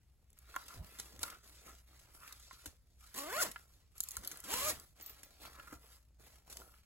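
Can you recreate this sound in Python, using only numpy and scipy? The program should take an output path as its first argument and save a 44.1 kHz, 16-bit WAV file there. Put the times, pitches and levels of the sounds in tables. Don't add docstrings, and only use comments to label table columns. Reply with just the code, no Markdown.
import sys
import numpy as np
from scipy import signal
from scipy.fft import rfft, irfft, next_fast_len
from scipy.io import wavfile

SR = 44100
rng = np.random.default_rng(int(sys.argv[2]) if len(sys.argv) > 2 else 0)


def put_to_file(sound):
    columns = np.atleast_2d(sound).T
    safe = np.clip(columns, -1, 1)
    whole_steps = np.round(safe * 32767)
    wavfile.write(sys.argv[1], SR, whole_steps.astype(np.int16))


N = 302085

# frequency in Hz, level in dB.
ROOM_TONE_SPECTRUM = [(15, -18.5), (35, -2.5), (50, -4), (60, 10), (72, -4.5), (110, -8), (250, -24),
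                      (600, -38.5), (1500, -41), (6000, -44.5), (10000, -50), (15500, -64.5)]
# start in seconds, length in seconds, rustle in dB, fold crumple in dB.
RUBS = [(0.347, 0.15, -71, -87.5), (0.463, 0.21, -62, -63), (0.818, 0.54, -61.5, -62),
        (0.673, .1, -57.5, -64), (0.72, 0.022, -70, -55), (1.191, 0.079, -52.5, -53),
        (1.416, 0.37, -64.5, -67), (1.645, 0.063, -60, -58), (1.853, 0.287, -67, -68.5),
        (2.334, 0.37, -66.5, -76.5), (2.125, 0.23, -63, -74), (2.215, 0.078, -58.5, -83),
        (2.633, 0.01, -60, -54), (2.988, 0.3, -65.5, -78), (3.432, 0.031, -47.5, -45.5),
        (3.512, 0.13, -69.5, -72), (3.668, 0.15, -72, -78), (3.936, .06, -66, -79),
        (4.016, 0.1, -62.5, -79), (4.109, 0.046, -53, -65), (4.166, 0.41, -63.5, -73),
        (4.21, 0.16, -59.5, -57), (4.69, 0.15, -61, -65.5), (4.946, 0.59, -67.5, -65.5),
        (4.976, 0.14, -63, -62.5), (5.167, 0.021, -64.5, -58), (5.393, 0.073, -55.5, -55.5),
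        (5.5, 0.24, -63.5, -62.5), (5.793, 0.17, -65, -66.5), (5.701, 0.013, -77, -53),
        (6.183, 0.18, -66, -63.5), (6.459, 0.16, -64.5, -55), (6.615, 0.16, -68, -72.5)]
RUB_ATTACK_S, RUB_RELEASE_S, RUB_SAG_DB_PER_S = 0.025, 0.039, 4.5
HELD_RUSTLE_DB, HELD_CRUMPLE_DB = -82, -78.5
# frequency in Hz, level in dB.
RUSTLE_SPECTRUM = [(200, -10.5), (900, -3.5), (2000, 2.5), (3000, 0.5), (4500, 3), (6500, 0), (8400, 1),
                   (10000, 2.5), (12500, 1), (15500, -6)]
CRUMPLE_SPECTRUM = [(60, -15), (150, -3), (350, 1.5), (700, 1.5), (1000, -6), (2000, -17.5), (8000, -14.5)]
# start in seconds, length in seconds, level in dB.
SHIFTS = [(.58, 0.046, -61.5), (.68, .05, -61), (1.25, 0.074, -54), (1.67, 0.024, -55.5),
          (2.215, 0.12, -60.5), (2.53, 0.045, -67.5), (5.43, 0.053, -56), (5.54, 0.093, -57.5),
          (5.66, 0.062, -57)]
SHIFT_ATTACK_S, SHIFT_RELEASE_S = 0.0078, 0.022
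RATTLE_IN_RUB_DB = -7.5
# frequency in Hz, level in dB.
SCRAPE_SPECTRUM = [(400, -29.5), (1050, 14), (1400, 7.5), (2000, 2.5), (2600, -10.5), (5000, -12)]
# frequency in Hz, level in dB, T60 in seconds.
HOLLOW_MODES = [(755, -20, 0.017), (1062, -2, 0.028), (1384, 7.5, 0.025), (1683, -3.5, 0.025),
                (2005, -6.5, 0.017), (2630, -8.5, 0.0078)]
# start in seconds, level in dB.
CLINKS = [(0.303, -57), (0.3297, -51), (0.3879, -45.5), (2.3978, -48), (3.98, -36.5), (4.0039, -17),
          (4.008, -38.5), (4.0305, -38), (4.0363, -26.5), (4.0864, -26), (4.108, -33), (4.116, -33.5),
          (4.1677, -27), (4.2744, -26.5), (4.372, -38), (4.402, -38.5), (4.7976, -35.5), (5.0607, -38.5)]
# frequency in Hz, level in dB, T60 in seconds.
TAB_HELD_MODES = [(4300, -36.5, 0.011), (7150, -16, 0.035), (6470, -0.5, 0.013), (8400, -42.5, 0.0061),
                  (9900, 0, 0.019), (11600, -24.5, 0.0094), (13500, -14, 0.0033)]
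# frequency in Hz, level in dB.
TICK_SPECTRUM = [(400, -37.5), (1400, -33), (2500, -27), (4300, -3.5), (5300, -11.5), (7000, 2.5),
                 (9000, 0), (11500, 7), (13500, -3), (15500, -6)]
# start in seconds, level in dB, tilt towards the high modes in dB per octave.
KNOCKS = [(0.542, -44, -17), (0.553, -45, -7), (0.563, -27, -17.5), (1.236, -37.5, -2), (1.253, -44, 2),
          (2.51, -46.5, -24.5), (3.5598, -32, 4), (4.004, -52, 12), (4.169, -44, -4), (4.538, -34.5, 8),
          (5.452, -39.5, 8), (5.597, -43.5, 15.5), (6.617, -50, -4), (6.74, -57, 16)]
# start in seconds, level in dB, body re top in dB, T60 in seconds.
FLICKS = [(0.562, -27, 1.5, 0.0075), (0.6828, -35, -29, .018), (0.867, -47, 0, .017),
          (0.987, -40, -4, 0.15), (0.9986, -26, -20, 0.017), (1.1924, -32.5, -1, 0.0086),
          (1.231, -18, -32, .018), (1.301, -35, -19, .028), (2.1485, -46, 2.5, .023),
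          (2.3248, -34.5, -25, 0.016), (2.53, -44.5, 5, .015), (2.658, -32, -3, 0.048),
          (3.1424, -37, -5, .05), (3.1788, -26.5, -16, .007), (3.4268, -19.5, -20, 0.0089),
          (3.514, -32.5, -11, 0.026), (4.2359, -40, 11, 0.03), (4.2478, -33.5, -13, 0.029),
          (4.2747, -53, 11, .04), (4.3146, -32, -3, 0.042), (4.439, -39, -10, 0.15),
          (4.5383, -19.5, -8, 0.016), (5.0106, -39, -20, .03), (5.2325, -37.5, 0.5, 0.021),
          (5.418, -53, -8, .042), (5.7268, -44, 16.5, 0.018), (6.5262, -38, -11, 0.04),
          (6.499, -44.5, -17, 0.24), (6.5704, -29, -15, 0.0087)]
# frequency in Hz, level in dB.
FLICK_TOP_SPECTRUM = [(300, -10), (2000, -7.5), (4000, -3), (7000, -1.5), (9000, -0.5), (11500, -0.5),
                      (15500, -11.5)]
FLICK_BODY_SPECTRUM = [(80, -8.5), (300, 22.5), (800, -10), (1400, 11), (2200, 3.5), (3500, -28),
                       (9000, -21)]
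# start in seconds, length in seconds, level in dB.
PUFFS = [(.755, 0.073, -48.5), (1.12, 0.13, -58.5), (2.66, 0.023, -58), (3.46, 0.04, -58),
         (3.75, 0.026, -67), (4.17, 0.04, -53.5), (4.52, .27, -58.5), (5.71, 0.053, -59.5)]
PUFF_ATTACK_S, PUFF_RELEASE_S = 0.01, 0.018
# frequency in Hz, level in dB.
PUFF_SPECTRUM = [(15, -18.5), (35, -13.5), (60, 5), (95, -3), (150, -12.5), (300, -20.5), (800, -27),
                 (4000, -57)]
# time in seconds, tooth pairs per second.
FIRST_PULL = [(3.145, 110), (3.185, 272), (3.258, 300), (3.305, 386), (3.33, 475), (3.385, 686),
              (3.41, 750), (3.44, 376), (3.472, 235), (3.515, 64)]
SECOND_PULL = [(4.44, 125), (4.47, 190.2), (4.51, 370), (4.545, 493.7), (4.58, 516.2), (4.66, 603.3),
               (4.698, 627.7), (4.732, 237.8), (4.78, 100.5)]
SLIDER_RAMP_S = 0.0024
BRISK_TEETH_PER_S = 500
BUZZ_GROWTH_DB, RASP_GROWTH_DB, HISS_GROWTH_DB = 8, 8.5, 11.5
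# centre in seconds, half length in seconds, extra hiss in dB, extra rasp in dB.
BINDS = [(3.18, 0.051, 16, 7), (3.427, 0.017, 13.5, 2.5), (3.457, 0.023, 7, 7), (4.516, 0.025, 2.5, 5.5),
         (4.7, .018, 5, -0.5)]
BIND_BUZZ_SHARE, BIND_UNEVEN_DB = 0.3, 0.7
# frequency in Hz, level in dB.
TAPE_SPECTRUM = [(100, -8), (215, 2.5), (450, 1.5), (680, -9.5), (850, -6.5), (1050, 8.5), (1380, -3),
                 (1700, 3), (2100, 4), (3000, -19.5), (6000, -41), (16000, -43)]
RASP_SPECTRUM = [(150, -10), (400, 2.5), (1200, -2.5), (2100, 2.5), (3000, 3.5), (4200, 0.5), (5600, -6),
                 (8000, -5), (16000, -10)]
HISS_SPECTRUM = [(1000, -33), (4500, -2), (6500, -2), (7600, -1), (8700, -3.5), (10000, 1), (12000, -1.5),
                 (13500, -3), (15500, -9)]
# frequency in Hz, level in dB.
PANEL_RESPONSE = [(120, -1.5), (280, -1.5), (400, -8), (530, -9), (610, 6.5), (800, -5), (900, 3),
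                  (1020, -1.5), (1200, -2.5), (1400, 4), (1700, 1.5), (2150, 6.5), (3000, -12), (5000, -27)]
OVERTONES_DB = [-4.5, 2, -11, -7, -15.5, -11]
# start in seconds, level in dB.
TINKLES = [(5.023, -46), (5.062, -42), (5.095, -44.5), (5.247, -56)]
# frequency in Hz, level in dB, T60 in seconds.
TAB_FREE_MODES = [(12250, -4, .04), (12100, 1, 0.12), (14500, -6, .035), (14850, 6, .04)]
# frequency in Hz, lag in radians, power share of scattered sound.
PORTS = [(50, 0, .04), (200, .55, .16), (600, .8, .17), (1400, .75, .15), (2400, 1.0, .38), (3600, 1.7, .6),
         (4900, 3.1, .55), (7200, 6.3, .2), (9250, 9.42, .02), (11400, 12.6, .15), (13600, 15.7, .02),
         (15700, 18.8, .12)]
ROOM_T60_S, CUTOFF_HZ = 0.23, 15900


def from_db(db):
    return 10 ** (np.asarray(db) / 20)


def rms_one(x):
    return x / np.sqrt(np.mean(x ** 2) + 1e-20)


def in_time(rows):
    s, *columns = np.transpose(rows)
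    return [np.interp(np.arange(N) / SR, s, c) for c in columns]


def drift(rate):
    knots = rng.standard_normal(N // 20)
    return rms_one(np.interp(np.arange(N) / SR * rate, np.arange(len(knots)), knots))


def coloured(x, spectrum, size=8192):
    hz, db = np.transpose(spectrum)
    grid = np.maximum(np.fft.rfftfreq(size, 1 / SR), 1)
    cepstrum = irfft(np.log(from_db(np.interp(np.log(grid), np.log(hz), db))))
    cepstrum[1:size // 2] *= 2
    cepstrum[size // 2 + 1:] = 0
    response = irfft(np.exp(rfft(cepstrum)))
    return signal.oaconvolve(x, response / np.linalg.norm(response))[:N]


def ring(clicks, hz, t60):
    r = from_db(-60 / (t60 * SR))
    w = 2 * np.pi * hz / SR
    return signal.lfilter([0, np.sin(w)], [1, -2 * r * np.cos(w), r * r], clicks + 1e-18)


def grains(per_s, spread_db):
    sizes = from_db(spread_db * np.minimum(rng.exponential(1, N), 4))
    slips = rng.random(N) < per_s / SR
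    return rms_one(slips * sizes * rng.choice([-1, 1], N))


def dying_noise(t60, size=12000):
    return rng.standard_normal(size) * np.exp(-np.log(1000) * np.arange(size) / SR / t60)


def add(track, s, sound):
    at = int(s * SR)
    track[at:at + len(sound)] += sound[:N - at]


def swells(events, attack_s, release_s, sag_db_per_s=0):
    t, power = np.arange(N) / SR, np.full(N, 1e-12)
    for start, length, db in events:
        age = t[int(start * SR):] - start
        rise = np.minimum(age / attack_s, 1)
        shape = rise * np.exp(-np.clip((age - length) / release_s, 0, 20))
        power[N - len(age):] += (from_db(db - sag_db_per_s * age) * shape) ** 2
    return np.sqrt(power)


def strikes(events, modes, chatter_db, chatter_t60):
    click = np.arange(2000) == 0
    touches = [from_db(chatter_db) * dying_noise(chatter_t60, size=2000) + click for _ in events]
    out = np.zeros(N)
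    centre_hz = np.exp(np.mean(np.log([hz for hz, _, _ in modes])))
    for hz, mode_db, t60 in modes:
        force = np.zeros(N)
        for (s, db, *tilt), touch in zip(events, touches):
            level_db = db + mode_db + sum(tilt) * np.log2(hz / centre_hz)
            add(force, s + .0006, from_db(level_db + 1.5 * rng.standard_normal()) * touch)
        out += ring(force, hz, t60)
    return out


def room_tone(level_db):
    shared = rng.standard_normal(N)
    sides = [coloured(shared + 0.27 * rng.standard_normal(N), ROOM_TONE_SPECTRUM) for _ in range(2)]
    return from_db(level_db) * np.array(sides)


def shifting(x, depth_db, rate):
    for hz in np.geomspace(1500, 11000, num=5):
        sos = signal.butter(1, [hz / 1.25, hz * 1.25], "band", fs=SR, output="sos")
        band = signal.sosfilt(sos, x)
        x = x + band * (from_db(depth_db * drift(rate)) - 1)
    return x


def cloth(rustle, crumple):
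    snags = .9 * grains(per_s=130, spread_db=3.5)
    slips = grains(per_s=2700, spread_db=-3.0) + 0.99 * rng.standard_normal(N)
    threads = shifting((slips + snags) * from_db(1.5 * drift(90)), depth_db=2.5, rate=12)
    folds = grains(per_s=810, spread_db=4.5) * from_db(2.0 * drift(50))
    rustling = rustle * from_db(-4.0) * coloured(threads, RUSTLE_SPECTRUM)
    return rustling + crumple * from_db(-5.5) * coloured(folds, CRUMPLE_SPECTRUM)


def rattle(gain):
    touches = grains(per_s=450, spread_db=3.0)
    modes = sum(from_db(db + 4.5 * drift(18)) * ring(touches, hz, t60) for hz, db, t60 in HOLLOW_MODES)
    scrape = coloured(touches, SCRAPE_SPECTRUM)
    return gain * (from_db(-3.5) * rms_one(modes) + from_db(-4) * scrape)


def handling():
    rub_shape = RUB_ATTACK_S, RUB_RELEASE_S, RUB_SAG_DB_PER_S
    rustle = swells([(s, length, db) for s, length, db, _ in RUBS], *rub_shape)
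    crumple = swells([(s, length, db) for s, length, _, db in RUBS], *rub_shape)
    sliding = swells(SHIFTS, SHIFT_ATTACK_S, SHIFT_RELEASE_S)
    held_rustle = np.hypot(rustle, from_db(HELD_RUSTLE_DB))
    held_crumple = np.hypot(crumple, from_db(HELD_CRUMPLE_DB))
    stirred = np.hypot(sliding, from_db(RATTLE_IN_RUB_DB) * rustle)
    return cloth(held_rustle, held_crumple) + rattle(stirred)


def clinks(ring_db, tick_db, tick_t60):
    ticks = np.zeros(N)
    for s, db in CLINKS:
        add(ticks, s + 0.00067, from_db(db + tick_db) * dying_noise(tick_t60))
    rings = strikes(CLINKS, TAB_HELD_MODES, chatter_db=-22, chatter_t60=0.0076)
    return coloured(ticks, TICK_SPECTRUM) + from_db(ring_db) * rings


def knocks(level_db, low_cut_hz):
    rings = strikes(KNOCKS, HOLLOW_MODES, chatter_db=-24, chatter_t60=.015)
    low_cut = signal.butter(2, low_cut_hz, "high", fs=SR, output="sos")
    return from_db(level_db) * signal.sosfilt(low_cut, rings)


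def flicks(top_db, body_db):
    top, body = np.zeros((2, N))
    for s, db, body_share_db, t60 in FLICKS:
        add(top, s, from_db(db + top_db) * dying_noise(t60))
        add(body, s, from_db(db + body_share_db + body_db) * dying_noise(t60))
    return coloured(top, FLICK_TOP_SPECTRUM) + coloured(body, FLICK_BODY_SPECTRUM)


def puffs():
    return swells(PUFFS, PUFF_ATTACK_S, PUFF_RELEASE_S) * coloured(rng.standard_normal(N), PUFF_SPECTRUM)


def binding():
    t = np.arange(N) / SR
    extra_db = np.zeros((2, N))
    for s, half_s, hiss_db, rasp_db in BINDS:
        extra_db += np.outer([hiss_db, rasp_db], np.exp(-np.minimum(((t - s) / half_s) ** 2, 20)))
    return extra_db


def zipper(pull, jitter, uneven_db, scrape_db, evenness, buzz_db, rasp_db, hiss_db, grip):
    rate, = in_time(pull)
    doublings = np.log2(rate / BRISK_TEETH_PER_S)
    bind_hiss_db, bind_rasp_db = binding()
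    buzz = from_db(buzz_db + BUZZ_GROWTH_DB * doublings + BIND_BUZZ_SHARE * bind_rasp_db)
    rasp = from_db(rasp_db + RASP_GROWTH_DB * doublings + bind_rasp_db)
    hiss = from_db(hiss_db + HISS_GROWTH_DB * doublings + bind_hiss_db)
    even = np.clip(evenness * from_db(-BIND_UNEVEN_DB * bind_hiss_db), 0, .9)
    t = np.arange(N) / SR
    moving = np.clip(np.minimum(t - pull[0][0], pull[-1][0] - t) / SLIDER_RAMP_S + 1, 0, 1)
    teeth = np.cumsum(rate * (1 + .022 * drift(130))) / SR + jitter * drift(700)
    passed = np.maximum.accumulate(np.floor(teeth))
    strength = from_db(uneven_db * drift(600))
    plucks = (np.diff(passed, prepend=passed[0]) - rate / SR) * np.sqrt(SR / rate) * strength
    contact = rms_one(np.exp(-grip * (teeth % 1)) * strength)
    tape_scrape = from_db(scrape_db) * contact * rng.standard_normal(N)
    tape = rms_one(coloured(plucks + tape_scrape, TAPE_SPECTRUM))
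    hz, db = np.transpose(PANEL_RESPONSE)
    swing = 0
    for k, overtone_db in enumerate(OVERTONES_DB, 1):
        level_db = np.interp(k * rate, hz, db) + overtone_db + 2.5 * drift(70)
        swing = swing + from_db(level_db) * np.sin(2 * np.pi * (k * teeth + rng.random()))
    panel = np.sqrt(1 - even) * tape + np.sqrt(even) * swing
    edges = rms_one(coloured(contact * rng.standard_normal(N) + 1.3 * plucks, RASP_SPECTRUM))
    slider = coloured(contact * rng.standard_normal(N) + .4 * plucks, HISS_SPECTRUM)
    return moving * (buzz * panel + rasp * edges + hiss * slider)


def tinkles(level_db):
    return from_db(level_db) * strikes(TINKLES, TAB_FREE_MODES, chatter_db=-24, chatter_t60=.01)


def scattered(x, count=8):
    weights = np.array([drift(25) for _ in range(count)])
    weights /= np.linalg.norm(weights, axis=0)
    lags = (rng.uniform(.0003, .005, count) * SR).astype(int)
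    return sum(weight * np.pad(x, (lag, 0))[:N] for weight, lag in zip(weights, lags))


def microphones(x, room_db):
    size = next_fast_len(N + SR // 2)
    hz, lag, share = np.transpose(PORTS)
    grid = np.fft.rfftfreq(size, 1 / SR)
    lag = np.interp(grid, hz, lag)
    share = np.clip(np.interp(grid, hz, share), 0, 1)
    source, out = rfft(x, size), []
    for turn in (-lag / 2, lag / 2):
        tail = dying_noise(ROOM_T60_S)
        tail[:int(.004 * SR)] = 0
        room = from_db(room_db) * rfft(tail / np.linalg.norm(tail), size)
        direct = np.sqrt(1 - share) * np.exp(1j * turn)
        echoes = np.sqrt(share) * rfft(scattered(x), size)
        out.append(irfft(source * (direct + room) + echoes, size)[:N])
    return np.array(out)


def scene():
    pouch = handling() + clinks(ring_db=-15.5, tick_db=0.5, tick_t60=0.0054)
    pouch += knocks(level_db=-6, low_cut_hz=960) + flicks(top_db=-7.0, body_db=-15.5) + puffs()
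    pouch += zipper(FIRST_PULL, jitter=0.024, uneven_db=2.5, scrape_db=-10.5, evenness=0.57,
                    buzz_db=-44.0, rasp_db=-47.5, hiss_db=-48.5, grip=1.1)
    pouch += zipper(SECOND_PULL, jitter=0.036, uneven_db=1.0, scrape_db=0.5, evenness=0.57,
                    buzz_db=-46.5, rasp_db=-44.0, hiss_db=-42, grip=1.0)
    pouch += tinkles(level_db=-7)
    return microphones(pouch, room_db=-14.5) + room_tone(level_db=-66.0)


def record(dry):
    return signal.sosfilt(signal.ellip(12, .2, 80, CUTOFF_HZ, fs=SR, output="sos"), dry)


dry = scene()
out = record(dry)
put_to_file(out)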